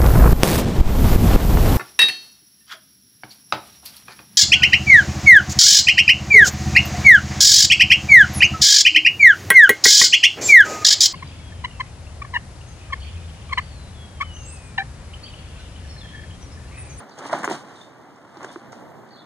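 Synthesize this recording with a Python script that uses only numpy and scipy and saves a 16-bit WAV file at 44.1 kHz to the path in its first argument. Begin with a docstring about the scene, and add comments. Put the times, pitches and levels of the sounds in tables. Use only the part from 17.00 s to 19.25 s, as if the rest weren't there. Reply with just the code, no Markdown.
"""Far traffic, shaped noise, rumbles throughout a yard; gliding whistles make sparrow-like birds chirp here and there.
Someone twirls a large cloth flag on a pole: first the air (fluttering noise) rushes and the cloth (tiny grains)
rustles, then about a third of a second in the sheet flaps, knocks and snaps hard (pushes through resonances).
After a quieter stretch a weaker bout of flaps and snaps comes near 1.4 s, then a flurry of chirps near 2.1 s.
A small camera hears all this with two capsules and widens the stereo with a short delay comb."""
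import sys
import numpy as np
from scipy import signal
from scipy.fft import rfft, irfft, next_fast_len
from scipy.io import wavfile

SR = 44100
rng = np.random.default_rng(int(sys.argv[2]) if len(sys.argv) > 2 else 0)


def generate_wav(sig):
    """Save sig (samples, or channels by samples) to the path in sys.argv[1] as 16-bit PCM at SR."""
    pcm = np.round(np.clip(np.atleast_2d(sig).T, -1, 1) * 32767).astype(np.int16)
    wavfile.write(sys.argv[1], SR, pcm)


def magnitude_from_level(level_db):
    """Linear magnitude for a level in decibels (20 dB per decade)."""
    exponent = np.asarray(level_db, float) / 20
    return 10 ** exponent


N = 99225  # length in samples: 2.25 s


def rms_one(x):
    """Scale to unit rms."""
    return x / np.sqrt(np.mean(x ** 2) + 1e-20)


def in_time(rows):
    """Draw straight lines between (time [s], value) points, giving a value at every sample."""
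    return np.interp(np.arange(N) / SR, *np.transpose(rows))


def through(x, response):
    """Filter by a response given as a function of Hz."""
    size = next_fast_len(N + 4096)
    hz = np.arange(size // 2 + 1) * SR / size + 1e-3
    return irfft(rfft(x, size) * response(hz), size)[..., :N]


def on_log(points):
    """Turn a (frequency [Hz], value) table into a function of Hz, with straight lines over log frequency."""
    table_hz, values = np.transpose(points)
    return lambda hz: np.interp(np.log(hz), np.log(table_hz), values)


def colour(x, spectrum):
    """Shape the spectrum by a (frequency [Hz], level [dB]) table."""
    return through(x, lambda hz: magnitude_from_level(on_log(spectrum)(hz)))


def drift(rate_hz):
    """Wander by chance at up to about rate_hz, with unit rms: white noise smoothed by two equal poles."""
    pole = np.exp(-2 * np.pi * rate_hz / SR)
    smooth = signal.lfilter([1], [1, -2 * pole, pole * pole], rng.standard_normal(N + SR))
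    return rms_one(smooth[SR:])  # skip the first second, where the filter settles


def bursts(rows, width, rough):
    """Send a push and dying turbulence through a resonance, scaled to its peak; one draw per capsule.

    width is the band's reach over its centre; rough is the strength of the turbulence after the push."""
    out = np.zeros((2, N + SR))
    t = np.arange(SR // 8) / SR
    for start, db, hz, t60 in rows:
        turbulence = rng.standard_normal((2, len(t))) * magnitude_from_level(-60 * t / t60)
        drive = rough * np.sqrt(hz / SR) * 4 * turbulence
        drive[:, 0] += 1  # the push
        edges = [hz / (1 + width), min(hz * (1 + width), .45 * SR)]
        sound = signal.sosfilt(signal.butter(2, edges, "band", fs=SR, output="sos"), drive)
        i = int(start * SR)
        out[:, i:i + len(t)] += magnitude_from_level(db) * sound / abs(sound).max(axis=1, keepdims=True)
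    return out[:, :N]


# colour of the far street: (frequency [Hz], relative level [dB])
TRAFFIC_SPECTRUM = [(40, -42), (60, -5), (90, -3), (130, 3), (300, 2.5), (450, -1), (900, -2.5),
                    (1300, -17.5), (2000, -41), (3000, -32), (5500, -46), (7000, -29), (10000, -39),
                    (12000, -32), (15000, -37)]


def traffic():
    """A steady far rumble: shaped noise that swells a little, both slowly and faster."""
    level_db, swell_db = -49.5, 3
    swell = swell_db * (drift(0.88) + 0.42 * drift(22.0))
    rumble = rms_one(colour(rng.standard_normal((2, N)), TRAFFIC_SPECTRUM))
    return rumble * magnitude_from_level(level_db + swell)


# bird notes, before rasp and echo: (start time [s], length [s], level [dB], from [Hz], to [Hz])
BIRD_NOTES = [(0.106, 0.025, -55.5, 5020, 4160), (0.111, 0.031, -60, 4070, 3890),
              (0.594, 0.13, -70, 4000, 3940), (0.753, 0.03, -57, 3790, 3550),
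              (0.806, 0.017, -55, 3560, 3690), (1.484, 0.024, -57.5, 3355, 3670),
              (2.103, 0.019, -60.5, 4370, 4400), (2.122, 0.031, -54.5, 4700, 3925),
              (2.151, 0.0252, -58.5, 4610, 3940), (2.166, 0.047, -60.5, 3270, 4000),
              (2.18, 0.033, -59, 4540, 4050), (2.193, 0.012, -55, 3990, 4030),
              (2.196, 0.037, -60, 3560, 3440)]


def birds():
    """Gliding whistles, wavering in pitch and rasping in level, with a short scattered echo off the trees."""
    waver_share, rasp_db = .013, 5
    echo_t60_s, echo_db = 0.34, -3
    notes = np.zeros(N + SR)
    waver = 1 + waver_share * drift(174.0)
    for start, length, db, from_hz, to_hz in BIRD_NOTES:
        u = np.linspace(0, 1, int(length * SR))  # progress through the note
        i = int(start * SR)
        hz = (from_hz + (to_hz - from_hz) * u) * np.resize(waver[i:], len(u))
        swell = np.sqrt(2 * np.sin(np.pi * u) + 1e-9)
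        notes[i:i + len(u)] += magnitude_from_level(db) * swell * np.sin(2 * np.pi * np.cumsum(hz) / SR)
    notes = notes[:N] * magnitude_from_level(rasp_db * drift(240.0))
    t = np.arange(SR // 4) / SR
    scatter = rng.standard_normal((2, len(t))) * magnitude_from_level(-60 * t / echo_t60_s)
    echo = magnitude_from_level(echo_db) * rms_one(scatter) / np.sqrt(len(t))
    return notes + signal.fftconvolve(notes[None], echo, axes=1)[:, :N]


# strength of the air rush, before its flutter: (time [s], level [dB])
RUSH_LEVEL = [(0, -39.5), (.05, -46.5), (.15, -51), (.2, -42.5), (.25, -35.5), (.28, -41), (.32, -33.5),
              (.35, -28), (.39, -33.5), (.425, -38), (.452, -28), (.47, -39.5), (.495, -30), (.52, -33.5),
              (.55, -34.5), (.585, -45), (.72, -46), (.85, -50.5), (1.33, -50), (1.4, -44.5),
              (1.438, -38.5), (1.465, -45), (1.51, -42.5), (1.55, -51), (1.62, -47), (1.8, -49),
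              (2.25, -51)]
# colour of the air rush: (frequency [Hz], relative level [dB])
RUSH_SPECTRUM = [(50, -44), (90, -10), (160, -4), (300, 1.5), (450, -6), (700, -0.5), (1200, -3.5),
                 (2000, -7.5), (2400, -13.5), (3200, -22.5), (6000, -47)]


def air_rush():
    """Air rushing over the cloth: shaped noise following the twirl, with a fast random flutter in level."""
    flutter_db, flutter_hz = 1.5, 110
    rush = rms_one(colour(rng.standard_normal((2, N)), RUSH_SPECTRUM))
    return rush * magnitude_from_level(in_time(RUSH_LEVEL) + flutter_db * drift(flutter_hz))


# strength of the rubbing and crinkling, before its patchiness: (time [s], level [dB])
RUSTLE_LEVEL = [(0.0, -49.5), (0.04, -59.5), (0.17, -56.5), (0.19, -43.5), (0.21, -52.5), (0.27, -40.5),
                (0.31, -49), (0.33, -36.5), (0.34, -41), (0.43, -46.5), (0.44, -44.5), (0.497, -45.5),
                (0.499, -38), (0.53, -36), (0.64, -56), (0.81, -52), (0.92, -61.5), (1.27, -62.5),
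                (1.42, -55.5), (1.45, -51), (1.512, -55), (1.516, -48), (1.61, -59.5), (1.72, -62),
                (1.72, -53), (1.77, -57), (1.9, -63.5), (2.25, -62.5)]
# colour of the crinkle grains: (frequency [Hz], relative level [dB])
CRINKLE_SPECTRUM = [(1500, 4), (3000, 5.5), (4500, 3.5), (7000, 1.5), (8500, -0.5), (10000, -9.5),
                    (11500, -20.5), (15000, -24)]


def cloth_rustle():
    """Cloth rubbing and crinkling: a dense rain of tiny clicks of random sign and size, coloured."""
    grains_per_s, grain_spread_db, patchy_db = 5000, 2.5, 0.5
    grains = (rng.random((2, N)) < grains_per_s / SR) * rng.choice([-1, 1], (2, N))
    grains = grains * magnitude_from_level(grain_spread_db * np.minimum(rng.exponential(1, (2, N)), 5))
    rustle = rms_one(colour(grains, CRINKLE_SPECTRUM))
    return rustle * magnitude_from_level(in_time(RUSTLE_LEVEL) + patchy_db * drift(68.0))


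# flaps, peak before the treble cut:
# (time [s], peak level [dB], centre [Hz], time for the wobble's turbulence to fall 60 dB [s])
SHEET_FLAPS = [(.179, -29.5, 690, 0.032), (.189, -31.5, 720, 0.19), (.257, -26, 567, 0.036),
               (.296, -21.5, 900, 0.04), (.3305, -15.5, 1110, 0.012), (.3275, -15, 720, 0.084),
               (.432, -21.5, 1010, 0.082), (.4415, -15, 1200, 0.057), (.4773, -8, 656, 0.0032),
               (.485, -34, 890, 0.014), (.498, -23, 1100, 0.033), (.5115, -19.5, 1020, 0.016),
               (1.370, -31.5, 640, 0.015), (1.407, -27, 920, 0.0087), (1.43, -29.5, 1000, 0.15),
               (1.4445, -20.5, 1060, 0.013), (1.502, -31.5, 1050, 0.021), (1.559, -24.5, 1110, 0.018),
               (1.729, -28.5, 900, 0.013)]


def sheet_flaps():
    """The sheet flaps: a push of air that wobbles on, in a wide band."""
    top_hz = 2400  # cloth is too soft for more treble
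    soften = signal.butter(4, top_hz, fs=SR, output="sos")
    return signal.sosfilt(soften, bursts(SHEET_FLAPS, width=1, rough=0.54))


# knocks: (time [s], peak level [dB], pitch [Hz], time for the turbulence to fall 60 dB [s])
BELLY_THUMPS = [(.3295, -15, 670, 0.068), (.336, -14, 976, 0.025), (.4415, -18.5, 1750, 0.078),
                (.442, -20.5, 954, 0.049), (.4775, -22, 376, 0.052), (.499, -25.5, 367, 0.015),
                (.509, -20, 333, 0.017), (.5125, -20, 820, 0.046), (1.370, -36.5, 351, 0.015),
                (1.445, -28.5, 395, 0.015), (1.559, -28.5, 353, 0.055)]


def belly_thumps():
    """A hollow belly of the sheet pulls taut and knocks at its own pitch: a narrow resonance, mostly push."""
    return bursts(BELLY_THUMPS, width=.14, rough=0.15)


# cracks of the hem: (time [s], peak level [dB], centre [Hz], time for the turbulence to fall 60 dB [s])
HEM_SNAPS = [(.094, -44, 5400, .03), (.187, -32.5, 6400, 0.034), (.329, -36, 4750, 0.048),
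             (.386, -37, 7360, .04), (.432, -33, 6900, 0.065), (.445, -25, 6770, 0.073),
             (.463, -33, 6000, 0.0087), (.4985, -28.5, 6760, 0.013), (.4985, -37, 4270, 0.017),
             (.4985, -37, 9100, .01), (.511, -44, 4150, .015), (.518, -28, 6500, 0.011),
             (1.16, -51, 5930, 0.032), (1.370, -39, 4450, 0.03), (1.430, -37, 6240, 0.027),
             (1.446, -35, 5600, 0.021), (1.5155, -47, 6600, 0.011), (1.528, -41, 8900, 0.0092),
             (1.721, -42, 6000, 0.11), (2.089, -48, 4000, 0.02)]


def hem_snaps():
    """The hem cracks: a push with strong dying turbulence in a high band."""
    return bursts(HEM_SNAPS, width=.24, rough=0.98)


def flag():
    """The whole flag: moving air, rubbing cloth, and the sheet and hem being jerked."""
    return air_rush() + cloth_rustle() + sheet_flaps() + belly_thumps() + hem_snaps()


# how alike the two capsules hear: (frequency [Hz], likeness [0-1])
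CAPSULE_LIKENESS = [(100, 0.29), (400, 0.21), (700, 0.7), (1100, 0.51), (2000, 0.32), (4000, 0.42),
                    (7500, 0.87), (10000, 0.71)]
# phase of the second capsule against the first: (frequency [Hz], phase [radians])
CAPSULE_PHASE = [(1200, 0), (1500, -8.5), (2400, 0.3), (2900, -0.07)]


def capsules(pair, second_spectrum):
    """The second capsule hears a partly unlike, recoloured version of what the first hears."""
    def alike(hz):
        return np.clip(on_log(CAPSULE_LIKENESS)(hz), 0, 1)

    shared = through(pair[0], lambda hz: alike(hz) * np.exp(1j * on_log(CAPSULE_PHASE)(hz)))
    separate = through(pair[1], lambda hz: np.sqrt(1 - alike(hz) ** 2))
    return np.array([pair[0], colour(shared + separate, second_spectrum)])


# second capsule against the first, for the far street: (frequency [Hz], level [dB])
SECOND_CAPSULE_FAR = [(60, 9), (130, -2), (300, -6.5), (450, 0.5), (900, -1), (1200, 17.5), (2300, 4),
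                      (8000, -7), (11500, -3), (15000, 2)]
# second capsule against the first, for the flag and birds: (frequency [Hz], level [dB])
SECOND_CAPSULE_NEAR = [(60, -3), (130, -8), (300, -16), (650, -12), (1200, -5), (1600, -3), (2300, -6),
                       (3000, 1), (15000, 0)]


def scene():
    """What the two capsules pick up: the far street, then the birds and flag."""
    far = capsules(traffic(), SECOND_CAPSULE_FAR)
    near = capsules(birds() + flag(), SECOND_CAPSULE_NEAR)
    return far + near


def band_limit(x):
    """A steep low-pass at the top of the band."""
    return signal.sosfilt(signal.butter(12, 15670, fs=SR, output="sos"), x)


def record(dry):
    """Mid is the first capsule minus its delayed self, bass restored; side is the second plus its delayed self."""
    comb_samples, bass_lift_hz = 16.945, 826
    low_cut_hz, top_hz = 85.5, 15100

    def late(hz):
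        return np.exp(-2j * np.pi * hz * comb_samples / SR)

    mid = through(dry[0], lambda hz: (1 - late(hz)) / 2 * (1 + bass_lift_hz / (1j * hz)))
    side = through(dry[1], lambda hz: -(1 + late(hz)) / 2)
    low_cut = signal.butter(3, low_cut_hz, "high", fs=SR, output="sos")
    stereo = signal.sosfilt(low_cut, [mid + side, mid - side])
    # steep end of the treble
    stereo = colour(stereo, [(top_hz, 0), (1.01 * top_hz, -8), (1.035 * top_hz, -10), (1.042 * top_hz, -60)])
    return band_limit(stereo)


dry = scene()
out = record(dry)
generate_wav(out)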